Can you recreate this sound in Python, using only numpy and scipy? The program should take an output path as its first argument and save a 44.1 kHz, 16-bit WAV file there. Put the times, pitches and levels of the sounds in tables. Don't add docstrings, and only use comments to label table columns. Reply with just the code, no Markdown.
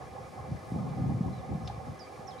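import sys
import numpy as np
from scipy import signal
from scipy.fft import rfft, irfft
from scipy.io import wavfile
from scipy.ndimage import uniform_filter1d

SR = 44100
rng = np.random.default_rng(int(sys.argv[2]) if len(sys.argv) > 2 else 0)


def log_audio(samples):
    frames = np.atleast_2d(samples).T
    limited = np.clip(frames, -1, 1)
    pcm = np.round(limited * 32767).astype(np.int16)
    wavfile.write(sys.argv[1], SR, pcm)


N = 105840
TIME = np.arange(N) / SR
SIDE_SIGN = np.array([[1], [-1]])


def from_db(db):
    return 10 ** (np.asarray(db) / 20)


def unit_rms(x):
    return x / np.sqrt(np.mean(x ** 2) + 1e-20)


def pan_gains(pan_db):
    return unit_rms(from_db(SIDE_SIGN * pan_db / 2))


def drift(rate_hz):
    hop, settle = 40, 2000
    pole = np.exp(-2 * np.pi * rate_hz * hop / SR)
    white = rng.standard_normal(N // hop + settle + 2)
    slow = signal.lfilter([1], [1, -2 * pole, pole * pole], white)[settle:]
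    return np.interp(np.arange(N) / hop, np.arange(len(slow)), unit_rms(slow))


def to_stereo(mid, side, correlation):
    correlation = np.clip(correlation, -.99, .99)
    return np.sqrt(1 + correlation) * mid + np.sqrt(1 - correlation) * side * SIDE_SIGN


def coloured_noise(spectrum, image=((1000, .85, 0),)):
    bin_hz = np.maximum(np.arange(N // 2 + 1) * SR / N, 1)
    hz, db = np.transpose(spectrum)
    image_hz, *columns = np.transpose(image)
    correlation, pan_db = [np.interp(np.log(bin_hz), np.log(image_hz), c) for c in columns]
    mid, side = rfft(rng.standard_normal((2, N)))
    noise = to_stereo(mid, side, correlation) * from_db(SIDE_SIGN * pan_db / 2)
    colour = from_db(np.interp(np.log(bin_hz), np.log(hz), db))
    rolloff = np.minimum(bin_hz / hz[0], 1) ** 2 * np.minimum(hz[-1] / bin_hz, 1) ** 2
    return unit_rms(irfft(noise * rolloff * colour, N))


def levelled(x, window_samples=1500):
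    return x / np.sqrt(uniform_filter1d(np.mean(x ** 2, axis=0), window_samples) + 1e-12)


# start in seconds, peak in dB, final pitch in Hz, cycles to peak.
EDDIES = [(.5125, -25.5, 115, .8), (.719, -23, 130, .45), (.7598, -22, 135, .5), (1.012, -22.5, 135, 1.0),
          (1.141, -21.5, 118, 1.2), (1.2055, -20, 160, .9), (1.545, -25.5, 160, 1.3),
          (1.775, -30.5, 90, .55), (2.192, -37, 140, .5)]


def eddy_thumps():
    drop_hz, drop_s = 180, .0028
    out = np.zeros(N)
    for start_s, db, hz, rise_cycles in EDDIES:
        age = np.maximum(TIME - start_s, 0)
        cycles = hz * age + drop_hz * drop_s * (1 - np.exp(-age / drop_s))
        rise = np.minimum(hz * age / rise_cycles, 20)
        envelope = (rise * np.exp(1 - rise)) ** 2
        out += from_db(db) * envelope * np.sin(2 * np.pi * cycles)
    return out


# time in seconds, deep band in dB, upper band in dB before its trim.
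GUST_LEVELS = [(0.0, -51.5, -52), (0.25, -50, -54.5), (0.33, -74, -51.5), (0.4, -39.5, -51),
               (0.47, -54, -49.5), (0.535, -36, -27.5), (0.56, -53, -40), (0.59, -55.5, -54),
               (0.7, -49.5, -49.5), (0.729, -34, -28.5), (0.83, -50, -32.5), (0.96, -51, -38),
               (1.01, -44, -26), (1.16, -42, -30.5), (1.25, -47, -32), (1.33, -66, -36), (1.39, -36, -45),
               (1.44, -56.5, -48), (1.53, -39, -27.5), (1.59, -58, -41.5), (1.64, -38, -37),
               (1.73, -42.5, -50), (1.81, -48, -49), (1.92, -45, -39), (1.96, -62, -53), (2.14, -60.5, -67),
               (2.2, -50, -54), (2.4, -66, -52)]
# frequency in Hz, relative density in dB.
WIND_DEEP_SPECTRUM = [(25, -20), (40, -8), (55, -18.5), (72, -2), (105, -4), (140, -10), (220, -38)]
WIND_UPPER_SPECTRUM = [(70, -12), (105, -7.5), (140, 0), (240, -7), (320, -16), (450, -28), (800, -24),
                       (2000, -96)]
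# frequency in Hz, correlation, L-R in dB.
WIND_STEREO = [(91.5, 0.95, 3.5), (150, 0.59, -2), (292, 0.43, 4)]


def wind():
    flutter_db, upper_trim_db = 1.57, -1.5
    lull_db, lull_s, lull_lag_s = 7, .017, .009
    times_s, deep_db, upper_db = np.transpose(GUST_LEVELS)
    lulls = sum(np.exp(-((TIME - start_s - lull_lag_s) / lull_s) ** 2) for start_s, *_ in EDDIES)
    swing_db = flutter_db * drift(rate_hz=31) - lull_db * lulls
    deep_gain = from_db(np.interp(TIME, times_s, deep_db) + swing_db)
    upper_gain = from_db(np.interp(TIME, times_s, upper_db) + upper_trim_db + swing_db)
    deep = levelled(coloured_noise(WIND_DEEP_SPECTRUM, WIND_STEREO))
    upper = levelled(coloured_noise(WIND_UPPER_SPECTRUM, WIND_STEREO))
    return deep_gain * deep + upper_gain * upper


# start in seconds, length in seconds, held pitch in Hz, opening pitch offset in Hz,
# sweep time constant in seconds, sag in Hz per second, level in dB before the fade.
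BIRD_NOTES = [(1.322, 0.06, 4020, 1200, 0.003, 1800, -60), (1.372, 0.052, 4120, 202, 0.0038, 21000, -61),
              (1.646, 0.042, 5400, 698.5, .004, 7000, -56), (1.9895, 0.07, 5060, 2000, 0.0045, 8300, -47.5),
              (2.2695, 0.04, 5400, 1502.5, 0.005, 7500, -47.5),
              (2.2985, 0.068, 3310, 4000, .0072, 4000, -54.5),
              (2.377, .050, 4030, -1200, 0.005, 500, -56.5)]


def bird_chirps():
    attack_s, release_s, fade_db_per_s, tremor_db = .014, .012, 260, 1.8
    out = np.zeros(N)
    for start_s, length_s, held_hz, sweep_hz, sweep_s, sag_hz_per_s, db in BIRD_NOTES:
        age = np.clip(TIME - start_s, 0, length_s)
        pitch_hz = held_hz + sweep_hz * np.exp(-age / sweep_s) - sag_hz_per_s * age
        whistle = np.sqrt(2) * np.sin(2 * np.pi * np.cumsum(pitch_hz) / SR)
        gate = np.minimum(age / attack_s, 1) * np.minimum((length_s - age) / release_s, 1)
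        out += gate * from_db(db - fade_db_per_s * age) * whistle
    return out * from_db(tremor_db * drift(rate_hz=130)) * pan_gains(pan_db=-8.5)


# frequency in Hz, relative density in dB.
TICK_SPECTRUM = [(1500, -6), (2400, -2.5), (3300, 3), (4200, 5.5), (4700, 0.5), (5400, -1), (6600, -9),
                 (8000, -22), (14000, -46)]


def bird_tick():
    start_s, level_db = 1.6725, -44.5
    attack_s, hold_s, t60_s = .003, .004, .033
    age = np.maximum(TIME - start_s, 0)
    decay_db = 60 * np.clip((age - attack_s - hold_s) / t60_s, 0, 2)
    envelope = np.minimum(age / attack_s, 1) * from_db(level_db - decay_db)
    rasp = levelled(coloured_noise(TICK_SPECTRUM), window_samples=130)
    return envelope * rasp * pan_gains(pan_db=2.5)


def stem_scatter(source, level_db=-8, t60_s=.36):
    age = TIME[:SR // 2]
    tail = rng.standard_normal((2, len(age))) * from_db(-60 * age / t60_s)
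    tail /= np.sqrt(np.sum(tail ** 2, axis=1, keepdims=True))
    return from_db(level_db) * signal.fftconvolve(source.mean(axis=0)[None], tail, axes=1)[:, :N]


# start in seconds, length in seconds, pitch in Hz, peak in dB, L-R in dB.
HOLLOW_KNOCKS = [(1.277, .016, 960, -42, 2), (1.6955, .013, 790, -31, -3), (2.285, .012, 780, -37, -4)]


def knocks():
    out = np.zeros((2, N))
    for start_s, length_s, hz, db, pan_db in HOLLOW_KNOCKS:
        age = np.clip(TIME - start_s, 0, length_s)
        envelope = from_db(db) * np.sin(np.pi * age / length_s) ** 2
        out += envelope * np.sin(2 * np.pi * hz * age) * pan_gains(pan_db)
    return out


# centre in Hz, width in Hz, mean level in dB, L-R in dB, correlation.
RUMBLE_RESONANCES = [(514.5, 23.6, -55, -3.5, 1), (634, 47, -60, 32, 1), (764, 42.6, -51, -9, 0.57),
                     (822, 50, -57.5, -39, 1), (1089, 60, -58.5, 5, 0.78), (1231, 28.4, -62, 2.5, 0.75),
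                     (1440, 200, -69, -11, -0.54), (1701, 77, -66, 9.5, 0.56),
                     (1992, 116, -68.5, -17, -0.7), (2069, 49, -70, 19, 0.54), (2333, 120, -67.5, -1, 0.46)]
# time in seconds, relative level in dB.
RUMBLE_SWELL = [(0.0, -43.5), (0.11, -52), (0.16, -43), (0.33, -51.5), (0.38, -44.5), (0.55, -48),
                (0.84, -46), (1.09, -45), (1.2, -49), (1.46, -47), (1.9, -46), (2.04, -48.0), (2.4, -47)]
# frequency in Hz, relative density in dB.
RUMBLE_SPECTRUM = [(25, -26), (60, -9), (110, -2.5), (220, -6.5), (420, 0.5), (600, -7), (950, -12),
                   (1280, -14), (1480, -18.5), (2400, -37), (3200, -39.5)]
# frequency in Hz, correlation, L-R in dB.
RUMBLE_STEREO = [(120, 0.54, 0.022), (920, 0.51, 0.18), (2400, 0.67, 0)]


def distant_rumble():
    bed_db, jitter_db, waver_db = -51.5, .55, 2.5
    swell_corner_hz = 980
    contour_db = np.interp(TIME, *np.transpose(RUMBLE_SWELL))
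    swell_db = contour_db - contour_db.mean() + jitter_db * drift(rate_hz=26)
    hollow = np.zeros((2, N))
    for hz, width_hz, db, pan_db, correlation in RUMBLE_RESONANCES:
        band = signal.butter(1, [hz - width_hz / 2, hz + width_hz / 2], "band", fs=SR, output="sos")
        skirt = signal.butter(1, [hz - width_hz * 2, hz + width_hz * 2], "band", fs=SR, output="sos")
        noise = to_stereo(*rng.standard_normal((2, N)), correlation)
        ringing = levelled(signal.sosfilt(np.vstack([band, skirt]), noise), window_samples=4000)
        swell_share = min(1, (swell_corner_hz / hz) ** 2)
        level_db = db + swell_share * swell_db + waver_db * drift(rate_hz=13.1)
        hollow += from_db(level_db) * ringing * pan_gains(pan_db)
    bed = from_db(bed_db + .5 * swell_db) * coloured_noise(RUMBLE_SPECTRUM, RUMBLE_STEREO)
    return hollow + bed


# frequency in Hz, relative density in dB.
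HISS_SPECTRUM = [(800, -7), (2800, 1), (4000, 0.5), (5300, 1), (6500, -2), (8000, -6.5), (9800, -4.5),
                 (12000, -12), (15500, -20)]
RUSTLE_SPECTRUM = [(2500, -9), (6000, -3), (9000, 4), (13000, -7), (15500, -12)]
# frequency in Hz, correlation, L-R in dB.
REED_STEREO = [(5000, 0.77, -1.6), (8850, 0.79, 0.33), (13000, .35, 0)]
# peak time in seconds, half length in seconds, level in dB.
LEAF_RUSTLES = [(0.31, 0.054, -72), (.70, 0.12, -70.5)]


def reeds():
    hiss_db, sway_db = -63, .4
    hiss = from_db(hiss_db + sway_db * drift(rate_hz=6.3)) * coloured_noise(HISS_SPECTRUM, REED_STEREO)
    brushing = sum(from_db(db) * np.exp(-((TIME - peak_s) / half_s) ** 2)
                   for peak_s, half_s, db in LEAF_RUSTLES)
    return hiss + brushing * coloured_noise(RUSTLE_SPECTRUM, REED_STEREO)


def scene():
    bird = bird_chirps() + bird_tick()
    return eddy_thumps() + wind() + bird + knocks() + distant_rumble() + reeds() + stem_scatter(bird)


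def record(dry):
    low_cut_hz, high_cut_hz = 58, 15720
    wind_filter = signal.butter(4, low_cut_hz, "high", fs=SR, output="sos")
    top_filter = signal.ellip(12, .1, 80, high_cut_hz, fs=SR, output="sos")
    return signal.sosfilt(top_filter, signal.sosfilt(wind_filter, dry))


dry = scene()
out = record(dry)
log_audio(out)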